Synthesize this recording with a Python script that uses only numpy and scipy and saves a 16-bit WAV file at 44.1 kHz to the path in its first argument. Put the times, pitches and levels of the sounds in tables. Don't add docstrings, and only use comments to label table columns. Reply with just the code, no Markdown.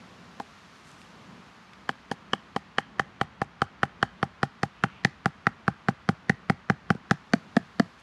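import sys
import numpy as np
from scipy import signal
from scipy.fft import rfft, irfft
from scipy.io import wavfile
from scipy.ndimage import uniform_filter1d

SR = 44100
rng = np.random.default_rng(int(sys.argv[2]) if len(sys.argv) > 2 else 0)


def store_pcm(level_fs):
    pcm = np.round(np.clip(level_fs, -1, 1) * 32767).astype(np.int16)
    wavfile.write(sys.argv[1], SR, np.atleast_2d(pcm).T)


def ratio(d):
    e = np.asarray(d, float) / 20
    return 10 ** e


N = 353682
T = np.arange(N) / SR
U = np.arange(4410) / SR


def band(x, lo_hz, hi_hz):
    sos = signal.butter(2, [lo_hz, min(hi_hz, .45 * SR)], "bandpass", fs=SR, output="sos")
    y = signal.sosfilt(sos, x)
    return y / np.sqrt(np.mean(y ** 2))


def swell(rise_s, t60_s):
    rise = 1 - np.exp(-(U / rise_s) ** 2)
    shape = rise * np.exp(-np.log(1000) * U / t60_s)
    return shape / shape.max()


def tone(hz, rise_s, t60_s):
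    return swell(rise_s, t60_s) * np.sin(2 * np.pi * hz * U)


def burst(hz, length_s, skew):
    progress = np.clip(U / length_s, 0, 1) ** skew
    return np.sin(np.pi * progress) ** 2.77 * np.sin(2 * np.pi * hz * U)


def splinter(noise, lo_hz, hi_hz, rise_s, t60_s):
    shape = swell(rise_s, t60_s)
    click = 9.0 * (shape == 1)
    y = band(band(shape * (noise + click), lo_hz, hi_hz), lo_hz, hi_hz)
    return y / np.abs(y).max()


def walk(rate_hz):
    hold = int(SR / rate_hz)
    steps = np.repeat(rng.standard_normal(N // hold + 1), hold)
    return 1.3 * uniform_filter1d(uniform_filter1d(steps, hold), hold)[:N]


def stage(table, s):
    return [row[1:] for row in table if row[0] <= s][-1]


def add(out, s, db, sound):
    i = int(s * SR)
    n = min(len(sound), N - i)
    out[i:i + n] += ratio(db) * sound[:n]


# start in seconds, then low clack, high clack, crack and thud levels in dB.
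TAPS = [
    (0.3994, -24, -32, -32.5, -29),
    (1.891, -19, -17, -27.5, -26.5),
    (2.1141, -24, -24, -25.5, -19),
    (2.333, -14.5, -12.5, -24, -17.5),
    (2.5622, -17, -25, -26.5, -17.5),
    (2.7829, -14.5, -12, -22.5, -20),
    (6.9493, -46, -47, -52, -27.5),
]
# start in seconds, then low clack, high clack, crack and thud levels in dB.
BLOWS = [(2.9953, -10.5, -11.5, -24.5, -25), (3.212, -13, -15.5, -27, -20.5), (3.4163, -15, -18, -30, -21),
         (3.6182, -10.5, -15.5, -23, -20), (3.8314, -10, -11, -27, -19.5), (4.0274, -10.5, -10, -22.5, -20),
         (4.2284, -11.5, -17, -25, -18.5), (4.4304, -11.5, -12, -22.5, -17.5),
         (4.6316, -14.5, -15, -23.5, -18.5), (4.8372, -13, -11.5, -23.5, -15.5),
         (5.048, -30, -9, -12.5, -13.5), (5.2578, -12.5, -13, -20.5, -15),
         (5.4679, -9.5, -10.5, -23.5, -17), (5.6794, -11, -17, -28, -14), (5.885, -10.5, -14.5, -27, -12.5),
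         (6.0892, -14, -14.5, -21.5, -10.5), (6.2954, -31, -10, -21.5, -11.5),
         (6.4978, -13.5, -14, -23.5, -11), (6.6987, -12.5, -12.5, -26.5, -11.5),
         (6.9032, -12, -13, -23.5, -10.5), (7.1102, -11.5, -11, -14.5, -11),
         (7.3349, -13.5, -11.5, -16, -10), (7.5664, -18, -12.5, -22, -9), (7.7971, -17, -14, -19, -9)]
HITS = TAPS + BLOWS
OFF_CENTRE = {0: (-9, -120), 1: (-1.6, 10), 2: (-2, 0), 5: (1.3, 10), 10: (1.4, -87), 14: (-1.5, -15),
              15: (-2, 62), 19: (-1.4, 25), 22: (2.3, -7), 25: (-1.5, -7), 27: (2.5, -30), 3: (3.3, 0),
              4: (4.4, 110), 7: (-5, 95), 8: (2.2, 75), 9: (-16, 40), 12: (4.1, -34), 16: (4.5, -56),
              17: (-13, 0), 20: (-5, -100), 23: (.1, 60), 24: (-2, 230), 26: (13, 0), 28: (-6, 40),
              29: (-11, 0), 30: (19.4, -36)}
# start in seconds, contact length in seconds, jolt in Hz,
# after-shake in Hz, its delay in seconds, its length in seconds.
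DEPTH = [
    (0, 0.0059, 404, 184, 0.01, 0.023),
    (2.9, 0.0046, 408, 144, .011, 0.041),
    (4.75, 0.0039, 375, 144.6, 0.0112, 0.039),
    (7.2, 0.0051, 441, 173, 0.024, 0.059),
]
# start in seconds,
# lower ring in dB, its t60 in seconds, upper ring in dB, its t60 in seconds.
RING = [
    (0, -3.5, 0.027, 1, 0.043),
    (7.2, 4.5, 0.039, -3, 0.011),
]
RING_HZ = (682, 797)
LOW_START_HZ, LOW_END_HZ, CLIMB_FROM_S, CLIMB_S = 1120, 1312, 2.33, 0.77
HIGH_HZ, GLANCE_HZ_PER_DB, FORCE_HZ_PER_DB = 1685, 4.0, 15.5
CLACK_SCATTER = .006
RING_DB, RING_SHORTFALL_DB, RING_OVER_CLACK_DB = -21, 6.5, -4
GLANCE_FROM_DB, GLANCE_LONGER_PER_DB, GLANCE_SHARPER_HZ_PER_DB, GLANCE_RING_LOSS = 4.5, 0.03, 8, 0.2


def wood():
    out = np.zeros(N)
    noises = rng.standard_normal((len(HITS), len(U)))
    for k, ((s, low_db, high_db, _, _), noise) in enumerate(zip(HITS, noises)):
        lower_db, lower_t60, upper_db, upper_t60 = stage(RING, s)
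        touch_s = stage(DEPTH, s)[0]
        loose = np.exp(-max(s - CLIMB_FROM_S, 0) / CLIMB_S)
        clack_db = max(low_db, high_db)
        glance_db = max(high_db - low_db - GLANCE_FROM_DB, 0)

        low_hz = LOW_END_HZ + (LOW_START_HZ - LOW_END_HZ) * loose
        low_hz += GLANCE_HZ_PER_DB * (high_db - low_db) + FORCE_HZ_PER_DB * (clack_db + 13)
        low_hz *= 1 + CLACK_SCATTER * noise[0]
        high_hz = HIGH_HZ + GLANCE_SHARPER_HZ_PER_DB * glance_db + OFF_CENTRE.get(k, (0, 0))[1]
        high_hz *= 1 + CLACK_SCATTER * noise[1]
        high_s = (0.88 + GLANCE_LONGER_PER_DB * glance_db) * touch_s
        add(out, s - .0004, low_db, -burst(low_hz, touch_s, 1.15))
        add(out, s - .0004, high_db, burst(high_hz, high_s, 1.15))
        rough = band(noise, 0.68 * high_hz, 1.246 * high_hz)
        add(out, s, high_db - 12.0, swell(0.0023, 0.016) * rough)

        ring_db = RING_DB - RING_SHORTFALL_DB * loose ** 2 - GLANCE_RING_LOSS * glance_db
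        ring_db = min(ring_db, clack_db + RING_OVER_CLACK_DB)
        add(out, s, ring_db - 13, swell(.002, 0.033) * band(noise[::-1], 620, 930))
        add(out, s + 0.00062, ring_db + lower_db, -tone(RING_HZ[0], 0.00078, lower_t60))
        add(out, s + 0.00057, ring_db + upper_db, tone(RING_HZ[1], 0.0018, upper_t60))
    return out


SNAP_DB, THIRD_DB, THIRD_FADE_DB_PER_S, FOURTH_DB = -9.5, -5.5, 5, -2.5
HISS_DB, HISS_SLOPE, OVERTONE_SCATTER_DB = -18.5, .6, 1.5


def contact():
    out = np.zeros(N)
    grit = rng.standard_normal((len(HITS), 4, len(U)))
    for k, ((s, low_db, high_db, crack_db, _), noise) in enumerate(zip(HITS, grit)):
        luck_db = OVERTONE_SCATTER_DB * noise[3]
        snap_db = min(low_db, high_db + 8.5) + SNAP_DB + luck_db[0]
        third_db = high_db + THIRD_DB - THIRD_FADE_DB_PER_S * max(s - CLIMB_FROM_S, 0)
        third_db += OFF_CENTRE.get(k, (0, 0))[0]
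        add(out, s - .0002, snap_db, burst(2085, 0.0015, 0.67))
        add(out, s, third_db, burst(3076, 0.0049, 0.88))
        add(out, s, crack_db + FOURTH_DB + luck_db[2] - 7.0, tone(4350, 0.00099, 0.0081))

        hiss_db = HISS_DB + HISS_SLOPE * crack_db
        add(out, s - .0004, crack_db + 0.9, splinter(noise[0], 2230, 6280, 0.00014, 0.018))
        add(out, s - .0004, min(hiss_db, crack_db), splinter(noise[1], 4530, 11540, 0.0006, 0.007))

        clumps_db = 5.0 * np.repeat(noise[3], 60)[:len(U)]
        crumbs = band(noise[2] * ratio(clumps_db), 1600, 7100)
        add(out, s, min(0.33 * hiss_db - 38.5, crack_db - 14), swell(0.003, 0.075) * crumbs)
    return out


# start in seconds, thud in Hz, thud length in seconds,
# jolt level in dB, after-shake over thud in dB.
TURF = [
    (0, 255, 0.013, -11.5, -16),
    (1.5, 207, 0.015, -8.5, -17),
    (2.0, 235, .011, -6.5, -22.5),
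    (2.9, 156, 0.014, -7.5, -19),
    (4.1, 158, 0.017, -7, -19),
    (4.75, 169, 0.018, -9, -21.5),
    (5.8, 178.4, 0.018, -7.5, -22),
    (7.2, 222.4, 0.02, -8, -30.5),
]
JOLT_PER_THUD, JOLT_PER_CLACK = 0.46, 0.23


def soil():
    out = np.zeros(N)
    noises = rng.standard_normal((len(HITS), len(U)))
    for (s, low_db, high_db, _, thud_db), noise in zip(HITS, noises):
        _, jolt_hz, shake_hz, wait_s, shake_s = stage(DEPTH, s)
        thud_hz, length_s, jolt_db, shake_db = stage(TURF, s)
        add(out, s - .0002, thud_db, -burst(thud_hz, length_s, 0.52))
        jolt_db += JOLT_PER_THUD * thud_db + JOLT_PER_CLACK * max(low_db, high_db)
        add(out, s, jolt_db, -burst(jolt_hz, 0.0065, 0.92))
        rumble = band(noise, 0.54 * shake_hz, 1.4 * shake_hz)
        shake = np.sin(2 * np.pi * shake_hz * U) + 0.72 * rumble
        shake *= swell(0.00067, 0.21) * np.exp(-(U / shake_s) ** 4)
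        add(out, s + wait_s, thud_db + shake_db + 1, shake)
    return signal.sosfilt(signal.butter(2, 62, "highpass", fs=SR, output="sos"), out)


# delay in seconds, level in dB.
TRUNKS = [
    (.022, -31),
    (.031, -42),
    (.047, -38.5),
    (.062, -38.5),
]
WOODS_T60_S, WOODS_DB, SWAY_S = 0.36, -22.5, .4


def woods(x):
    t = T[:SR // 2]
    out = np.zeros(N)
    fade = np.exp(-np.log(1000) * t / WOODS_T60_S) * (1 - np.exp(-(t / 0.012) ** 2))
    for s in np.arange(0, T[-1] + SWAY_S, SWAY_S):
        scatter = band(rng.standard_normal(len(t)), 1320, 7600)
        echo = ratio(WOODS_DB) / np.sqrt(SR * 0.069) * scatter * fade
        for late_s, db in TRUNKS:
            echo[int(late_s * SR)] += ratio(db)
        near = slice(max(int((s - SWAY_S) * SR), 0), int((s + SWAY_S) * SR))
        share = np.clip(1 - np.abs(T[near] - s) / SWAY_S, 0, 1)
        add(out, near.start / SR + 1e-6, 0, signal.fftconvolve(x[near] * share, echo))
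    return out


# peak in seconds, level in dB, length in seconds.
RUSTLE = [
    (.756, -60, .06),
    (.882, -51, 0.17),
    (1.01, -53, .08),
    (1.46, -77, .1),
    (1.734, -74, .03),
    (7.85, -62, .04),
    (7.998, -53, .02),
]
# start in seconds, level in dB, centre in Hz.
TWIGS = [
    (0.647, -60, 1980),
    (1.0154, -53, 1530),
    (1.3685, -64, 1730),
    (1.733, -52, 1510),
    (7.9894, -63, 1700),
]
# middle in seconds, level in dB, half length in seconds.
LEAVES = (4.9, -59.5, 0.14)
RUSTLE_ATTACK, RUSTLE_FALL_DB = .55, 21


def rustle():
    grains = band(rng.standard_normal(N) * ratio(3.5 * rng.exponential(size=N)), 3200, 8900)
    moves = np.zeros(N)
    for s, db, length_s in RUSTLE:
        away = np.maximum((T - s) / length_s, (s - T) / length_s / RUSTLE_ATTACK)
        moves += ratio(db - 10 - RUSTLE_FALL_DB * away)
    s, db, half_s = LEAVES
    stir = ratio(db) * np.exp(-((T - s) / half_s) ** 4)
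    out = moves * grains + stir * band(rng.standard_normal(N), 2200, 3100)
    for s, db, hz in TWIGS:
        snap = band(rng.standard_normal(len(U)), 0.45 * hz, 2.0 * hz)
        add(out, s, db + 7.5, swell(0.00065, 0.017) * snap)
    return out


# frequency in Hz, level in dB per Hz.
AIR = [(28, -25), (60, -2), (125, -5), (185, 0), (240, -3.5), (310, -10.5), (550, -11.5), (1150, -4.5),
       (2000, -10), (4400, -15.5), (6800, -22), (8200, -30), (11500, -35), (14200, -42)]
# time in seconds, level in dB.
WIND = [
    (0, 5.5),
    (1.0, 6),
    (2.0, 1),
    (3.5, -4.5),
    (4.3, -2.5),
    (5.0, -2.5),
    (7.0, -3.5),
    (7.4, 2),
    (8.02, 1.5),
]
# level in dB, share of the wind in dB per dB, flicker in dB.
PARTS = [
    (-63.5, -0.74, -0.5),
    (-56.5, 0.42, 2.1),
    (-55.5, 0.092, 0.15),
    (-67.5, 1.04, 0.3),
]


def background():
    hz = np.maximum(np.fft.rfftfreq(N, 1 / SR), 1)
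    air_hz, air_db = np.transpose(AIR)
    colour = ratio(np.interp(np.log(hz), np.log(air_hz), air_db))
    below = [1 / (1 + (hz / edge_hz) ** 4) for edge_hz in (125, 480, 3000)]
    shares = np.diff([0 * hz, *below, 1 + 0 * hz], axis=0)
    wind_db = np.interp(T, *np.transpose(WIND))
    out = np.zeros(N)
    for share, (db, follow, flicker_db) in zip(shares, PARTS):
        spectrum = rfft(rng.standard_normal(N)) * colour * np.sqrt(np.clip(share, 0, 1))
        part = irfft(spectrum, N)
        out += part / part.std() * ratio(db + follow * wind_db + flicker_db * walk(6.2))
    return out


def scene():
    blows = wood() + contact()
    return (blows + woods(blows) + soil() + rustle() + background())[None]


def band_limit(x):
    return signal.sosfilt(signal.butter(12, 14130, fs=SR, output="sos"), x)


def record(dry):
    bass_cut = signal.butter(2, 40, "highpass", fs=SR, output="sos")
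    top_cut = signal.butter(6, 12500, fs=SR, output="sos")
    early = np.roll(dry, -int(0.0106 * SR), axis=1)
    heard = dry + ratio(-32) * early
    mix = signal.sosfilt(np.vstack([bass_cut, top_cut]), heard)
    return band_limit(mix)


dry = scene()
out = record(dry)
store_pcm(out)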